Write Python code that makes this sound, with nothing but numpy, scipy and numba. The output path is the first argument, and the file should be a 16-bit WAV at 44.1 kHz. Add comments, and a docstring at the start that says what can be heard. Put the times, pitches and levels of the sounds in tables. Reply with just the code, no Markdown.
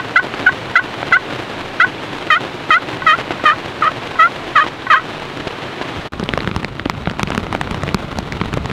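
"""Inside a fabric blind in the rain, the microphone hears a wooden striker drawn over a pot call.
Five short clucks, then eight yelps, come from a tip that sticks and slips and rings the pot.
Rain on the roof is a dense train of filtered impacts over a wash, with a few dull splashes.
After a brief dropout the rain is heard from the open side; single drops slap and thump the cloth close by.
The recorder's limiter holds the calls down and ducks the rain under them."""
import sys
import numpy as np
from scipy import signal
from scipy.fft import rfft, irfft, next_fast_len
from scipy.io import wavfile
from scipy.ndimage import uniform_filter1d, minimum_filter1d, map_coordinates
from numba import njit

SR = 44100
rng = np.random.default_rng(int(sys.argv[2]) if len(sys.argv) > 2 else 0)


def put_to_file(sound):
    """Save the sound as 16-bit audio at rate SR, in the file named by the first command-line argument."""
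    columns = np.atleast_2d(sound).T  # one column per channel
    safe = np.clip(columns, -1, 1)
    whole_steps = np.round(safe * 32767)
    wavfile.write(sys.argv[1], SR, whole_steps.astype(np.int16))


N = 384552
TIME = np.arange(N) / SR

# Ringing modes of the pot and striker. Each row: frequency in Hz, 60 dB decay in s, relative level in dB.
POT_MODES = [(1084, 0.062, 3), (1240, .025, -14.5), (1507, 0.088, 2), (1940, 0.052, -0.5),
             (3100, .025, -26.5)]
# How the pot radiates the slips' harmonics. Each row: frequency in Hz, relative level in dB.
POT_COLOUR = [(620, -22.5), (1070, 2.5), (1250, -1.5), (1400, 4), (1510, 10.5), (1680, 1.5), (1850, -5.5),
              (2030, 0.5), (2250, -17.5), (2480, -9), (2750, -21.5), (3100, -9), (3350, -20.5), (4100, -22),
              (4700, -33), (6300, -39), (6740, -35.5), (7400, -45), (15000, -67)]
# Short rings of the pot: first the ringing tail of an earlier cluck, then light knocks of the striker.
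# Each row: start in seconds, level in dB.
POT_RINGS = [(0, -18.5), (1.118, -19), (3.0205, -18.5), (3.397, -24), (4.156, -24), (4.868, -18)]
# Clucks, short hard flicks of the striker. Each row: start in seconds, length in s, attack in s,
# base of the slip rate in Hz, level in dB, overtones in dB, rasp from 0 to 1.
CLUCKS = [(0.156, 0.041, 0.0092, 659, 4.5, 3.5, 0), (0.459, 0.034, .012, 708, 1, -0.5, 0.4),
          (0.753, 0.043, 0.0078, 655, 4.5, 3, 0.3), (1.121, 0.048, 0.007, 669, 3, 3, 0.13),
          (1.798, 0.049, .007, 646, 3.5, 2.5, 0.16)]
# Yelps, longer pulls. Each row: start in seconds, length in s, attack in s, base of the slip rate in Hz,
# final rate in Hz, share of the stroke before the turn, drop in a skid in Hz (none if negative),
# level in dB, overtones in dB, rasp from 0 to 1.
YELPS = [(2.301, 0.078, 0.0057, 610.5, 745, 0.55, -7, 2.5, 2.5, 0.32),
         (2.704, 0.077, .003, 612, 748, 0.37, -6, 5, 0.5, 0.23),
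         (3.062, 0.088, 0.0092, 624, 705, 0.71, 6.5, -3.5, -1, 0.32),
         (3.451, 0.082, 0.0076, 606, 675, 0.68, 2.5, -3.5, -2.5, .45),
         (3.82, .072, 0.0056, 624, 638, 0.42, 36.5, -11.5, -9.5, 0.63),
         (4.184, 0.089, 0.024, 636, 717, 0.33, -2, 1, -5, 0.27),
         (4.551, 0.089, 0.015, 624, 624, 0.57, 51.5, -4.5, -3.5, 0.41),
         (4.899, 0.097, 0.0068, 617, 660, .59, 84.5, -4, -2.5, 0.45)]
# Heavy drops on the cloth close by. Each row: start in seconds, slap in dB, nominal slap pitch in Hz,
# tick in dB, thump in dB; the levels are rms over 10 ms.
NEAR_DROPS = [(6.197, -25, 970, -37, -18), (6.228, -24, 530, -60, -16.5), (6.2382, -31, 3600, -38, -30),
              (6.29, -17, 3250, -44, -21), (6.3366, -15, 1270, -39, -19), (6.3756, -13, 714, -35, -20),
              (6.405, -22.5, 2510, -50, -35), (6.4747, -17.5, 1150, -42, -13.5),
              (6.5135, -24, 1700, -51, -19.5), (6.563, -17.5, 990, -32, -14.5),
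              (6.6463, -17.5, 1620, -36.5, -23), (6.7961, -19.5, 1370, -54, -47),
              (6.859, -22, 606, -62, -14.5), (6.8978, -13.5, 1017, -26, -30), (7.057, -26, 2680, -55, -40),
              (7.073, -17, 900, -56, -12), (7.0976, -23.5, 2050, -48, -35), (7.1125, -28, 1060, -39, -20.5),
              (7.195, -16, 1170, -35, -35), (7.2313, -17, 1240, -26, -13.5), (7.304, -21, 900, -34, -22),
              (7.349, -21, 1130, -38, -21), (7.3777, -16, 1300, -32, -13.5), (7.5268, -17, 760, -38, -30),
              (7.5496, -16.5, 920, -41, -17.5), (7.6128, -15.5, 1270, -35, -20.5),
              (7.7109, -24.5, 1150, -36, -19), (7.745, -22, 960, -39, -19),
              (7.8345, -19.5, 820, -35, -16.5), (7.8899, -22, 1900, -43, -22),
              (7.9451, -10, 1100, -16.5, -4), (8.187, -18.5, 550, -26.5, -14.5),
              (8.3231, -22, 2010, -34.5, -22), (8.414, -18, 1270, -42, -12), (8.5727, -18.5, 470, -40, -16),
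              (8.539, -21, 1580, -33.5, -16.5), (8.6578, -23.5, 970, -35, -42)]
# Gathered water splashing on the roof. Each row: start in seconds, length of the spatter in s,
# first drop in dB, spatter in dB.
SPLASHES = [(0.243, .015, -28, -27), (0.339, 0.014, -21, -25), (1.0294, 0.011, -17.5, -33),
            (3.187, 0.033, -24.5, -24.5), (3.307, 0.022, -19.5, -20.5), (3.4392, .015, -20.5, -22),
            (4.665, 0.027, -21.5, -23.5), (5.3985, .015, -36, -24), (5.47, 0.013, -29, -20.5),
            (5.813, 0.018, -23, -21.5)]
# Colour of the rain under the roof. Each row: frequency in Hz, relative density in dB per Hz.
ROOF_COLOUR = [(15, -46), (25, 5), (39, -21), (130, 1.5), (190, -5), (354, 1), (394, -2), (863, -5),
               (1520, -8), (2050, -10), (2910, -11.5), (3920, -16), (4870, -24.5), (12500, -45.5),
               (16000, -53)]
# Colour of the rain from the open side. 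Each row: frequency in Hz, relative density in dB per Hz.
OPEN_COLOUR = [(15, -15), (25, -4), (130, -1), (439, -7), (516, -10.5), (575, -9.5), (734, -11.5),
               (1400, -12.5), (1650, -18.5), (2110, -18), (3080, -21), (3920, -23), (4740, -32),
               (5280, -34.5), (16000, -57)]
# Strength of the rain under the roof, before a trim. Each row: time in seconds, level in dB.
ROOF_FLOW = [(0.0, -27), (0.3, -27), (2.62, -27.5), (3.13, -27.5), (4.53, -27), (4.61, -29.5), (5.92, -27),
             (6.04, -27)]
# Strength of the rain from the open side, before a trim. Each row: time in seconds, level in dB.
OPEN_FLOW = [(6.16, -30), (6.33, -30), (6.91, -33), (7.44, -29.5), (8.72, -28.5)]
# Low rumbles: a hand moves just before the dropout, and a faint rumble on the open side swells near the end.
# Each row: peak in seconds, half width in s, level in dB.
RUMBLES = [(5.98, 0.026, -23.5), (8.68, 0.27, -30)]
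# The brief dropout: its start and its end in seconds.
DROPOUT = (6.084, 6.122)

CLUCK_CATCH_HZ, CLUCK_END_HZ = 810.5, 772  # slip rate at first and last
CLUCK_TURN, CLUCK_LATE_DB = 0.315, -3.5  # share of the stroke before it climbs; level it eases to
YELP_CATCH_HZ, YELP_LATE_DB = 691, -5  # slip rate as the tip bites; level a 0 dB yelp eases to
SKID_S, REGRIP_S = 0.032, 0.0048  # how long a skid lasts; how fast the tip grips again
RELEASE_S = 0.0053  # the tip leaves the slate
THUMP_HZ, THUMP_SCATTER = 179, 0.34  # middle swing of the cloth; its spread from place to place in octaves
RUMBLE_DB = -34.5  # on the open side
TOP_HZ = 15800  # treble cut-off of the recorder


def pot_call(body_db=-17, cluck_lift_db=-12, yelp_lift_db=-23):
    """The pot rings on from a cluck, at light knocks, under each stroke and as the striker stops."""
    out = np.zeros(N)
    t = np.arange(SR // 8) / SR
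    modes = sum(undb(db) * ring(t, hz, t60) for hz, t60, db in POT_MODES)
    body = soften(modes, 4900)
    for at, db in POT_RINGS:
        add(out, at, undb(db) * body)
    for rows, call, lift_db in (CLUCKS, cluck, cluck_lift_db), (YELPS, yelp, yelp_lift_db):
        for at, length, *gesture in rows:
            add(out, at, call(length, *gesture))
            add(out, at + length, undb(lift_db) * body)
    body_response = body / np.abs(rfft(body)).max()
    return out + undb(body_db) * signal.fftconvolve(out, body_response)[:N]


def cluck(length, attack, low_hz, db, overtones_db, rasp,
          settle=0.797, top=0.97, bite_db=-4, bite_overtones_db=-5):
    """The pitch starts high, drops as the pressure builds, and climbs as the tip lets go."""
    t = np.arange(int((length + RELEASE_S) * SR)) / SR
    bite = np.exp(-(t / (settle * attack)) ** 3)
    climb = ramp(t / length, CLUCK_TURN, top)
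    hz = low_hz + (CLUCK_CATCH_HZ - low_hz) * bite + (CLUCK_END_HZ - low_hz) * climb
    return stroke(t, length, attack, hz, db + bite_db * bite, CLUCK_LATE_DB,
                  overtones_db + bite_overtones_db * bite, rasp, third_db=1, ease=0.46, end_db=-1.5)


def yelp(length, attack, low_hz, end_hz, turn, skid_hz, db, overtones_db, rasp,
         settle_s=0.0089, sag_s=0.018, carry=0.37, skid_rasp=0.083, bite_overtones_db=-6):
    """The pitch scoops down and up; in some a rough skid drags it lower until the tip grips at the turn."""
    t = np.arange(int((length + RELEASE_S) * SR)) / SR
    bite = np.exp(-t / settle_s)
    past_turn = t - turn * length
    sag = ramp(past_turn + SKID_S, 0, sag_s)
    regrip = ramp(past_turn, 0, REGRIP_S)
    skid = (skid_hz > 0) * sag * (1 - regrip)
    climb = ramp(t / length, turn, 0.98)
    hz = low_hz + (YELP_CATCH_HZ - low_hz) * bite - skid_hz * skid + (end_hz - low_hz) * climb
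    return stroke(t, length, attack, hz, db, YELP_LATE_DB + carry * db,
                  overtones_db + bite_overtones_db * bite, rasp + skid_rasp * skid,
                  third_db=1.0, ease=0.5, end_db=-14)


def stroke(t, length, attack, hz, db, late_db, overtones_db, rasp, third_db, ease, end_db,
           ease_span=0.22, third_share=0.83, slack_db=-15, jitter=0.039, shimmer_db=4,
           judder_db=2, scrape_db=-31, rasp_db=-14, grit_db=1):
    """The tip sticks and slips hz times a second; the hand presses, then eases off."""
    u = np.minimum(t / length, 1)
    slip_hz = hz * (1 + jitter * rasp * walk(500, size=len(t)))
    phase = 2 * np.pi * np.cumsum(slip_hz) / SR
    slack = ramp(u, 0.39, 1) ** 2.3  # a loose tip slips smoothly, with weak overtones
    edge_db = overtones_db + slack_db * slack
    gate = 1 + np.cos(phase)  # the slate scrapes once in every slip
    grit = unit(band(rng.standard_normal(len(t)), 5100, 16000) * gate)
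    slips = undb(grit_db + edge_db) * grit
    for k in range(1, 23):
        share = np.interp(k, [2, 3, 4], [0, third_share, 1])  # the first two harmonics keep their level
        harmonic_db = third_db * (k == 3) + share * edge_db
        shimmer = shimmer_db * (0.5 + share) * rasp * walk(300, size=len(t))
        slips = slips + undb(harmonic_db + shimmer) * np.sin(k * phase)
    scrape = unit(band(rng.standard_normal(len(t)), 1200, 2260) * gate)
    # harmonics flare as they cross a resonance of the pot
    tone = unit(colour(slips, POT_COLOUR)) + (undb(scrape_db) + undb(rasp_db) * rasp) * scrape
    pressure_db = db + (late_db - db) * ramp(u, ease, ease + ease_span) + end_db * ramp(u, 0.85, 1)
    pressure_db = pressure_db + judder_db * rasp * walk(130, size=len(t))
    contact = np.minimum(t / attack, 1) * (1 - ramp(t, length, length + RELEASE_S))
    return tone * undb(pressure_db) * np.sin(np.pi / 2 * contact) ** 2


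def near_drops():
    """Loud single drops close by strike tighter or slacker spots, which set the pitch of each thump."""
    out = np.zeros(N)
    for (at, *blow), spot in zip(NEAR_DROPS, rng.standard_normal(len(NEAR_DROPS))):
        thump_hz = THUMP_HZ * 2 ** (THUMP_SCATTER * spot)
        add(out, at, drop(*blow, thump_hz))
    return out


def drop(slap_db, slap_hz, tick_db, thump_db, thump_hz, slap_cycles=1.67, thump_cycles=7.1,
         tick_s=0.00059, spray_s=0.0012, spray_db=-19, cloth_hz=4100, rebound=1.0):
    """Water ticks on impact and slaps the cloth, which gives way and swings back in a low thump."""
    t = np.arange(SR // 16) / SR
    noise = rng.standard_normal((2, len(t)))

    slap_t60 = slap_cycles / slap_hz
    slap = ring(t, 1.04 * slap_hz, slap_t60) + 0.5 * ring(t, 1.54 * slap_hz, 0.63 * slap_t60)
    # the ripple comes back from a seam a cycle or so later and gives each drop its own colour
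    delay = int(rng.uniform(0.6, 1.49) * SR / slap_hz)
    slap = slap + rebound * np.roll(slap, delay)
    spray = undb(spray_db) * unit(band(noise[0], 1000, 3800)) * np.exp(-t / spray_s)
    # the soft cloth takes the treble off the slap and spray
    slap = soften(band(slap + spray, 230, 12000, order=1), cloth_hz, order=6)

    tick = band(noise[1] * np.exp(-t / tick_s), 3800, 6100, order=1)
    tick = soften(tick, 9500, order=2)

    thump_t60 = thump_cycles / thump_hz
    thump = -ring(t, thump_hz, thump_t60) - 0.16 * ring(t, 0.64 * thump_hz, thump_t60)
    thump = thump - 0.36 * ring(t, 1.88 * thump_hz, 0.84 * thump_t60)
    thump = band(thump, 45, 720)
    return sized(slap, slap_db) + sized(tick, tick_db) + sized(thump, thump_db)


def small_drops(start, end, db, spread_db, tick_db, thump_db, count):
    """Lighter drops fall at random moments and places on the cloth."""
    out = np.zeros(N)
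    for when, size, place, slack, sharp in rng.random((count, 5)):
        level = db + spread_db * size ** 2
        slap_hz, thump_hz = 800 * 2.93 ** place, 110 * 3.0 ** slack
        blow = drop(level, slap_hz, level + tick_db + 12 * sharp, level + thump_db, thump_hz)
        add(out, start + when * (end - start), blow)
    return out


def splashes(slap_hz=900, tick_db=-56, thump_db=1.5, thump_hz=330):
    """A dull drop lands on the roof with a handful of droplets around it."""
    out, swell = np.zeros(N), np.zeros(N)
    for at, length, drop_db, spatter_db in SPLASHES:
        add(out, at, drop(drop_db, slap_hz, tick_db, spatter_db + thump_db, thump_hz))
        add(swell, at, undb(spatter_db) * signal.windows.tukey(int(length * SR), 0.5))
    droplets = band(patter(2500, 1.6), 350, 2500, order=1)
    return out + swell * unit(band(droplets, 150, 3270))


def rain(spectrum, flow, db, rate, spread_db, wash_db, flutter_db):
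    """Countless impacts flutter in strength over a steady distant wash."""
    impacts = patter(rate, spread_db) * undb(flutter_db * np.minimum(walk(70), 1))
    wash = undb(wash_db) * rng.standard_normal(N)
    sound = colour(impacts + wash, spectrum)
    strength = undb(np.interp(TIME, *np.transpose(flow)) + db)
    return sound / np.std(band(sound, 260, 6000)) * strength


def patter(rate, spread_db):
    """A dense train of impacts, rate a second on average, of uneven but capped size."""
    hit = rng.random(N) < rate / SR
    sign = rng.choice([-1, 1], N)
    size = undb(spread_db * np.minimum(rng.exponential(size=N), 3.5))
    return unit(hit * sign * size)


def rumble():
    """Low noise bumps as a hand moves before the dropout, then stays faint and swells near the end."""
    swell = undb(RUMBLE_DB) * (TIME > DROPOUT[1])
    for at, width, db in RUMBLES:
        swell = swell + undb(db) * np.exp(-((TIME - at) / width) ** 2)
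    return unit(band(rng.standard_normal(N), 53, 160)) * swell * undb(1.2 * walk(12))


def undb(db):
    """Decibels to gain."""
    return 10 ** (np.asarray(db) / 20)


def unit(x):
    """Scale to rms 1."""
    return x / np.sqrt(np.mean(x ** 2))


def sized(x, db):
    """Scale a short sound so that its energy, spread over 10 ms, has this rms level."""
    return x * undb(db) * np.sqrt(SR / 100 / np.sum(x ** 2))


def add(out, at, x):
    """Mix x in, starting at a time in seconds."""
    i = max(int(at * SR), 0)
    out[i:i + len(x)] += x[:max(N - i, 0)]


def band(x, lo_hz, hi_hz, order=2):
    """Causal band-pass."""
    edges = [lo_hz, min(hi_hz, SR / 2 - 1)]
    return signal.sosfilt(signal.butter(order, edges, "band", fs=SR, output="sos"), x)


def soften(x, hz, order=4):
    """Causal low-pass."""
    return signal.sosfilt(signal.butter(order, min(hz, SR / 3), fs=SR, output="sos"), x)


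def colour(x, points):
    """Shape by a (Hz, dB) spectrum, causally, so that clicks keep their attack and resonances ring."""
    n = 2 * next_fast_len(len(x) // 2 + 2048)
    hz, db = np.transpose(points)
    log_hz = np.log(np.fft.rfftfreq(n, 1 / SR) + 1)
    log_gain = np.log(undb(np.interp(log_hz, np.log(hz), db)))
    # folding the cepstrum forward in time gives the minimum-phase filter
    cepstrum = irfft(log_gain, n)
    cepstrum[1:n // 2] *= 2
    cepstrum[n // 2 + 1:] = 0
    return irfft(rfft(x, n) * np.exp(rfft(cepstrum)), n)[:len(x)]


def walk(rate, size=N):
    """Random values, rate a second, joined by straight lines, with a spread near 1."""
    steps = np.arange(size) * rate / SR
    knots = rng.standard_normal(size // 20 + 4)
    return map_coordinates(knots, [steps], order=1) * np.sqrt(3 / 2)


def ring(t, hz, t60):
    """A struck mode, 60 dB down after t60 seconds."""
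    return np.sin(2 * np.pi * hz * t) * np.exp(-np.log(1000) * t / t60)


def ramp(x, start, end):
    """0 before start, 1 after end, straight between."""
    return np.clip((x - start) / max(end - start, 1e-6), 0, 1)


def scene(fade_s=0.018):
    """The call and the rain on the roof, a brief dropout, then the rain from the open side."""
    cut, resume = DROPOUT
    roof = rain(ROOF_COLOUR, ROOF_FLOW, db=1.0, rate=900, spread_db=3.5, wash_db=6.0, flutter_db=7.5)
    roof = roof + small_drops(0, cut, db=-37, spread_db=5, tick_db=-50, thump_db=-2, count=110)
    field = rain(OPEN_COLOUR, OPEN_FLOW, db=1.0, rate=1000, spread_db=3.5, wash_db=-0.5, flutter_db=5.5)
    field = field + small_drops(resume, N / SR, db=-38.5, spread_db=17, tick_db=-31, thump_db=-1, count=60)
    background = np.where(TIME < cut, roof, field)
    mix = background + pot_call() + near_drops() + splashes() + rumble()
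    silenced = ramp(TIME, cut - fade_s / 2, cut + fade_s / 2) * (TIME < resume)
    return (mix * undb(-32 * silenced))[None]


@njit
def follow(x, attack, release):
    """Peak follower; attack and release are shares of the gap closed per sample."""
    out, e = np.empty(len(x)), 0.
    for i in range(len(x)):
        e += (x[i] - e) * (attack if x[i] > e else release)
        out[i] = e
    return out


def record(dry, ceiling_db=-0.19, release_s=0.057):
    """A rumble filter, a limiter that looks about a millisecond ahead, and the treble cut-off."""
    sound = signal.sosfilt(signal.butter(2, 27, "high", fs=SR, output="sos"), dry[0])
    peak = follow(np.abs(sound), 0.28, 1 - np.exp(-1 / (release_s * SR)))
    gain = 1 / np.maximum(peak / undb(ceiling_db), 1)
    gain = uniform_filter1d(minimum_filter1d(gain, size=64), size=64)
    return signal.sosfilt(signal.ellip(8, 0.2, 70, TOP_HZ, fs=SR, output="sos"), sound * gain)[None]


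dry = scene()
out = record(dry)
put_to_file(out)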